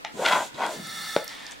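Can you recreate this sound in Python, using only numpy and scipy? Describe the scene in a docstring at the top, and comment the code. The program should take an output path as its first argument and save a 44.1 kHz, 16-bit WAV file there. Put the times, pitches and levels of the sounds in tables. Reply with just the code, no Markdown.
"""A handle clacks, then a hand air pump rubs and hisses through one stroke, close by in a carpeted room.
The piston's seal rubs up the barrel and down again, making the tube ring with many tiny slips.
Air hisses through the valve and hose, and the piston knocks on the bottom.
A softer hiss with a sinking pitch lingers among a few light clicks."""
import sys
import numpy as np
from scipy import signal
from scipy.fft import rfft, irfft
from scipy.io import wavfile

SR = 44100
rng = np.random.default_rng(int(sys.argv[2]) if len(sys.argv) > 2 else 0)


def digitize_waveform(pressure):
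    """Quantize a signal to 16-bit integers and store it at the path in sys.argv[1].

    Rows of a 2-D input are taken as channels; values are limited to [-1, 1].
    """
    field = np.atleast_2d(pressure).T
    bounded = np.clip(field, -1, 1)
    quanta = np.round(bounded * 32767).astype(np.int16)
    wavfile.write(sys.argv[1], SR, quanta)


N = 70560
T = np.arange(N) / SR
BINS_HZ = np.maximum(np.fft.rfftfreq(N, 1 / SR), 1)

# ringing tones of a clack or snap: pitch_hz, level_db, ring_s (time to fade by 60 dB)
CLACK_TONES = [(676, -6.5, 0.021), (860, -6.5, 0.021), (1410, -14.5, 0.017), (1950, -5.5, 0.0097),
               (2450, -1, 0.012), (3190, -5.5, 0.0049), (3670, -4.5, 0.0032), (5260, -8, 0.0052),
               (6800, -29, 0.0085)]
# tone colour of a clack or snap: pitch_hz, gain_db
CLACK_COLOUR = [(100, -11.5), (480, -13), (700, -3), (7000, -1), (9000, -13), (13000, -18)]
# stereo width of the pump and of the hiss: pitch_hz, side_db (compared with the middle)
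PUMP_WIDTH = [(40, -3), (150, -16), (500, -19.5), (1200, -19.5), (2200, -15.5), (4200, -9.5), (8000, -4),
              (13000, 2.5)]
HISS_WIDTH = [(500, -15), (2000, -13.5), (4000, -13.5), (8000, -8), (13000, -11.5)]


def seal_rub(stroke):
    """Tiny slips of the seal ring the barrel; the faster it slides, the higher their strongest pitch."""
    # tone colour of the rub: pitch_hz, gain_db
    rub_colour = [(60, -48), (110, -13), (160, -5.5), (300, -3), (600, 2), (1000, 4.5), (2000, 9),
                  (5000, 18.5)]
    peak_db, peak_octaves, treble_slope, flutter_db = 6, 0.24, 2.66, 2
    slips = rfft(colour(barrel(tiny_slips(per_s=2500, spread_db=2)), rub_colour))
    edge_octave = np.log2(pitch(stroke))
    rub, power = 0, 0
    # narrow bands are boosted near the moving edge pitch and turned down above it
    for octave in np.arange(5, 14, 1 / 3):
        band = irfft(slips * np.maximum(1 - 3 * np.abs(np.log2(BINS_HZ) - octave), 0), N)
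        above = octave - edge_octave
        peak = from_db(peak_db * np.exp(-(above / peak_octaves) ** 2 / 2))
        gain = peak / np.sqrt(1 + 2 ** (2 * treble_slope * above))
        rub += gain * band
        power += gain ** 2 * np.mean(band ** 2)
    flutter = from_db(flutter_db * drift(rate_hz=53))
    return unit_power(rub / np.sqrt(power)) * level(stroke) * flutter


def seal_rasp():
    """Coarser, brighter slips swell and die away where the seal catches."""
    # each catch: peak_s, level_db, rise_s, fall_s
    catches = [(.284, -21.5, 0.011, 0.022), (.324, -23.5, 0.011, 0.024), (.349, -30.5, .008, 0.017),
               (.605, -40.5, 0.0068, 0.022), (.65, -33.5, 0.054, 0.018)]
    # tone colour of the rasp: pitch_hz, gain_db
    rasp_colour = [(300, -42.5), (800, -9), (1400, -5.5), (2400, -6), (3600, -6), (5500, -17),
                   (8000, -25.5), (15000, -32)]
    slips = barrel(tiny_slips(per_s=2200, spread_db=3))
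    return swells(catches) * unit_power(colour(slips, rasp_colour))


def seal_chatter():
    """The seal sticks and slips almost evenly, so the tube squeaks, then it snaps free."""
    # each squeak: peak_s, level_db, rise_s, fall_s
    squeaks = [(.252, -21.5, .004, .008), (.262, -14.5, .003, .004)]
    # tone colour of the squeak: pitch_hz, gain_db
    squeak_colour = [(400, -25), (750, -2), (1420, -4), (1750, 11), (2100, 1), (3300, 5.5), (4500, -2),
                     (6500, -16), (9000, -17), (15000, -41)]
    slip_hz, jitter, spread_db = 705, 0.046, 2.5
    snap_s, snap_db = .2629, -12
    cycles = np.floor(np.cumsum(slip_hz * (1 + jitter * drift(rate_hz=300))) / SR)
    pulses = np.diff(cycles, prepend=0) * from_db(spread_db * rng.standard_normal(N))
    pulses += from_db(-1.5) * resonate(pulses, hz=1430, width_hz=71)
    squeak = swells(squeaks) * unit_power(colour(barrel(pulses), squeak_colour))
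    return squeak + from_db(snap_db) * colour(strike(snap_s, CLACK_TONES), CLACK_COLOUR)


def tiny_slips(per_s, spread_db):
    """The seal slips at random moments, each time by a different amount."""
    sizes = from_db(spread_db * np.minimum(rng.exponential(1, (2, N)), 4))
    signs = rng.choice([-1, 1], (2, N))
    slipping = rng.random((2, N)) < per_s / SR
    return widen(sizes * signs * slipping, PUMP_WIDTH)


def barrel(x):
    """The pump tube rings with whatever rubs inside it."""
    # where the tube rings: pitch_hz, width_hz, gain_db
    tube_tones = [(612, 30, 3), (650, 20, 1), (746, 20, 2), (853, 16, 3), (933, 14, 14), (1010, 14, 10),
                  (1091, 16, 4), (1431, 50, 8), (1484, 16, 11), (1577, 16, 7), (1955, 30, 6), (2025, 20, 7),
                  (2226, 20, 5), (2532, 24, 7), (3306, 30, 8)]
    return x + sum(from_db(db) * resonate(x, hz, width) for hz, width, db in tube_tones)


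def piston_knock():
    """The piston hits bottom with a sharp crack, then the base kicks back with a dull ring and the tube rings
    on."""
    # ringing tones of the knock, from the base and the tube it sets ringing: pitch_hz, level_db, ring_s
    knock_tones = [(188, -26.5, 0.084), (366, -21, 0.022), (510, -2, .014), (592, -2, 0.027),
                   (612, -25.5, 0.18), (847, -20, 0.12), (945, -23, 0.089), (1490, -7.5, 0.021),
                   (2070, -41, .014), (3650, -4, 0.0036)]
    hit_s, crack_s, kick_delay_s = 1.1639, 0.00015, 0.000734
    crack = from_db(-5.5) * np.exp(-((T - hit_s - 2 * crack_s) / crack_s) ** 2)
    return crack - from_db(-9.5) * strike(hit_s + kick_delay_s, knock_tones)


def handle_clack():
    """The hard plastic handle hits and bounces a few times very quickly."""
    # each hit: start_s, level_db
    hits = [(.048, -22), (.0494, -19.5), (.0504, -23), (.0537, -35)]
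    return colour(sum(from_db(db) * strike(s, CLACK_TONES) for s, db in hits), CLACK_COLOUR)


def hose_hiss():
    """A jet of air from the valve makes the hose ring at its own steady pitches."""
    # loudness of the flow: time_s, level_db
    flow = [(.68, -46), (.75, -43.5), (.82, -41), (.9, -37), (1.0, -35), (1.12, -34), (1.17, -35),
            (1.22, -42), (1.27, -45), (1.34, -47.5), (1.5, -73)]
    # where the hose rings: pitch_hz, width_hz, gain_db
    hose_tones = [(777, 48, 16.5), (1311, 31, 26.5), (1760, 49, 21.5), (2111, 59, 19), (2870, 110, 10),
                  (3453, 45, 20.5), (3730, 82, 19), (4270, 61, 17.5), (4670, 44, 18), (5440, 83, 12.5),
                  (5820, 47, 14.5), (6850, 43, 11.5), (7260, 42, 10.5), (7790, 49, 8), (8580, 100, 13.5),
                  (9930, 200, 7), (14400, 440, 3)]
    # tone colour of the flow: pitch_hz, gain_db
    flow_colour = [(300, -5.5), (900, -3.5), (2000, 2.5), (2500, -2), (3400, 1.5), (5000, 3), (9000, 0),
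                   (10700, 0), (11800, -10), (13000, 0), (14600, -5.5), (16000, 3)]
    jet = noise(HISS_WIDTH)
    ringing = sum((-1) ** k * from_db(db) * resonate(jet, hz, width)
                  for k, (hz, width, db) in enumerate(hose_tones))
    return level(flow) * unit_power(colour(noise(HISS_WIDTH) + ringing, flow_colour))


def piston_draught():
    """Air hisses smoothly past the moving piston."""
    # loudness of the draught: time_s, level_db
    loudness = [(.12, -57.5), (.168, -48), (.22, -39.5), (.27, -36), (.36, -36.5), (.44, -39), (.48, -43.5),
                (.52, -62), (.56, -53), (.61, -49), (.68, -45), (.742, -39.5), (.8, -55), (.9, -61)]
    # tone colour of the draught: pitch_hz, gain_db
    draught_colour = [(1000, -14.5), (3400, 2), (5200, -5), (7200, 2), (9000, -6), (12000, -13.5),
                      (15500, -19)]
    return level(loudness) * unit_power(colour(noise(PUMP_WIDTH), draught_colour))


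def seeping_air():
    """Air seeps after the stroke, with a breathy whistle that sinks as the pressure eases."""
    # course of the seeping: time_s, level_db, pitch_hz
    seep = [(1.2, -60, 1940), (1.27, -52, 1922), (1.31, -41, 1935), (1.38, -43, 1850), (1.45, -42.5, 1790),
            (1.53, -43.5, 1728), (1.56, -53.5, 1710), (1.6, -53, 1740)]
    # tone colour of the seeping: pitch_hz, gain_db
    seep_colour = [(400, -13), (850, 0), (1300, -4), (2350, 1.5), (2900, -4.5), (3600, 5), (4050, -3.5),
                   (4800, -4.5), (6000, -10), (9500, -16), (15000, -30)]
    width_hz, whistle_gain_db = 80, 16
    wobble = signal.sosfilt(signal.butter(1, width_hz / 2, fs=SR, output="sos"), noise(HISS_WIDTH))
    whistle = np.sqrt(2) * wobble * np.cos(2 * np.pi * np.cumsum(pitch(seep)) / SR)
    hiss = noise(HISS_WIDTH) + from_db(whistle_gain_db) * whistle
    return level(seep) * unit_power(colour(hiss, seep_colour))


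def valve_clicks():
    """The valve and fittings click: each click is a tiny burst of noise around one pitch."""
    # each click: start_s, level_db, pitch_hz, fade_s
    clicks = [(0.144, -52, 2020, .003), (0.5436, -40.5, 3940, 0.0045), (0.664, -26.5, 4140, .0016),
              (.664, -34.5, 8500, 0.0018), (0.87, -39, 9100, .003), (1.2443, -35, 12100, .002),
              (1.2786, -30.5, 5370, 0.0017), (1.2792, -41, 12000, .0015), (1.292, -32.5, 4000, 0.0019),
              (1.44, -55, 5000, .0015), (1.466, -31, 5140, 0.0014), (1.5103, -39, 7000, 0.0028),
              (1.519, -34, 7000, 0.0018), (1.5192, -39, 2820, .002), (1.529, -53, 7300, .007)]
    sound = 0
    for start_s, db, hz, fade_s in clicks:
        burst = noise(HISS_WIDTH) * (T >= start_s) * np.exp(-np.abs(T - start_s) / fade_s)
        width_hz = 0.4 * hz
        click = resonate(resonate(burst, hz, width_hz), hz, width_hz)
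        sound += from_db(db) * np.sqrt(SR / width_hz) * click
    return sound


def carpet_thuds():
    """The pump shifts on the carpet as the piston sets off up, then down."""
    # each thud: start_s, level_db
    thuds = [(.141, -39.5), (0.5434, -39)]
    # low tones of a thud: pitch_hz, level_db, ring_s
    thud_tones = [(155, -1.5, 0.086), (230, 0.5, 0.063), (423, -15, .025)]
    return sum(from_db(db) * strike(s, thud_tones) for s, db in thuds)


def in_room(x, echo_db):
    """The carpeted room adds a short, soft echo to a sound."""
    # tone colour of the echo: pitch_hz, gain_db
    echo_colour = [(100, -9), (350, -7.5), (520, -0.5), (700, 0), (1200, 1.5), (2500, 4), (6000, -5),
                   (15000, -12)]
    ring_s, gap_s, side_db = .22, .007, -12
    middle, side = colour(rng.standard_normal((2, N)), echo_colour)
    fade = np.exp(-np.log(1000) * T / ring_s) * (T > gap_s)
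    stereo = middle + from_db(side_db) * side * np.array([[1], [-1]])
    tail = stereo * fade / np.sqrt(np.sum(fade ** 2))
    return x + from_db(echo_db) * signal.fftconvolve(np.atleast_2d(x), tail, axes=1)[:, :N]


def background():
    """Quiet, wide room noise lies under everything."""
    # tone colour of the room noise: pitch_hz, gain_db
    noise_colour = [(25, -9), (60, -9), (100, -11.5), (160, -3.5), (230, -3.5), (290, 2), (370, -6.5),
                    (560, -4.5), (900, -9.5), (2000, -9.5), (3500, -11.5), (7000, -20.5), (15000, -28)]
    # its stereo width: pitch_hz, side_db
    noise_width = [(30, 8), (80, 10), (200, 2.5), (500, 6), (1000, 12), (2500, 5.3), (13000, 3.5)]
    return from_db(-45.5) * unit_power(colour(noise(noise_width), noise_colour))


def from_db(db):
    """Turn decibels into a number to multiply by."""
    return 10 ** (np.asarray(db) / 20)


def unit_power(x):
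    """Scale a sound so its average power is 1."""
    return x / np.sqrt(np.mean(x ** 2) + 1e-20)


def level(rows):
    """Loudness from time_s, level_db rows: silent before them, fading after them."""
    s, db = np.transpose(rows)[:2]
    fade_out = np.exp(-np.maximum(T - s[-1], 0) * 20)
    return from_db(np.interp(T, s, db)) * (T >= s[0]) * fade_out


def pitch(rows):
    """Pitch over time from time_s, level_db, pitch_hz rows."""
    s, _, hz = np.transpose(rows)
    return np.interp(T, s, hz)


def swells(rows):
    """Loudness that rises to each peak and falls away."""
    return np.sqrt(sum(from_db(db) ** 2 * np.exp(-2 * np.maximum((s - T) / rise, (T - s) / fall))
                       for s, db, rise, fall in rows))


def colour(x, points):
    """Turn pitches up or down along pitch_hz, gain_db points."""
    hz, db = np.transpose(points)
    return irfft(rfft(x) * from_db(np.interp(np.log(BINS_HZ), np.log(hz), db)), N)


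def resonate(x, hz, width_hz):
    """Let a sound ring around one pitch and weaken the rest."""
    r = np.exp(-np.pi * width_hz / SR)
    feedback = [1, -2 * r * np.cos(2 * np.pi * hz / SR), r * r]
    return signal.lfilter(np.array([1, 0, -1]) * (1 - r * r) / 2, feedback, x + 1e-18)


def strike(start_s, tones):
    """One hit starts several tones, each fading at its own speed."""
    age = np.maximum(T - start_s, 0)
    return sum(from_db(db - 60 * age / ring_s) * np.sin(2 * np.pi * hz * age) for hz, db, ring_s in tones)


def widen(pair, width):
    """Make left and right from a middle sound and an unrelated side sound."""
    return pair[0] + colour(pair[1], width) * np.array([[1], [-1]])


def noise(width):
    """Plain hiss in stereo."""
    return widen(rng.standard_normal((2, N)), width)


def drift(rate_hz):
    """A smooth random wobble, about 1 in size."""
    return unit_power(irfft(rfft(rng.standard_normal(N)) / (1 + (BINS_HZ / rate_hz) ** 2), N))


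def scene():
    """The pump's body stands a little to the left, the hiss a little to the right."""
    # the seal sliding up, then down: time_s, level_db, edge_hz (the rub weakens above this pitch)
    upstroke = [(.12, -64, 220), (.142, -52, 226), (.17, -40, 380), (.22, -26, 600), (.26, -24.5, 824),
                (.295, -26, 830), (.34, -19, 1035), (.39, -23.5, 930), (.436, -34, 760), (.48, -50, 600),
                (.52, -67, 300)]
    downstroke = [(.535, -53, 170), (.56, -48, 350), (.598, -28.5, 740), (.636, -22, 970), (.68, -28, 750),
                  (.715, -35, 610), (.77, -41, 293), (.8, -39, 210), (.88, -50, 172), (1.14, -58, 167)]
    body_pan_db, hiss_pan_db = 1.35, -1  # left minus right
    low_cut_hz = 152  # the deep bass of the rubbing, knocks and their echo is turned down
    rub = seal_rub(upstroke) + seal_rub(downstroke) + seal_rasp() + seal_chatter()
    body = in_room(rub + carpet_thuds(), echo_db=-12.5)
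    body += in_room(piston_knock(), echo_db=-9) + in_room(handle_clack(), echo_db=-5)
    body = signal.sosfilt(signal.butter(2, low_cut_hz, "high", fs=SR, output="sos"), body)
    hiss = piston_draught() + hose_hiss() + seeping_air() + in_room(valve_clicks(), echo_db=-2)
    sides = np.array([[.5], [-.5]])
    return body * from_db(body_pan_db * sides) + hiss * from_db(hiss_pan_db * sides) + background()


def record(dry):
    """The very highest treble is cut off steeply."""
    cutoff_hz = 15750
    return signal.sosfilt(signal.ellip(10, .1, 80, cutoff_hz, fs=SR, output="sos"), dry)


dry = scene()
out = record(dry)
digitize_waveform(out)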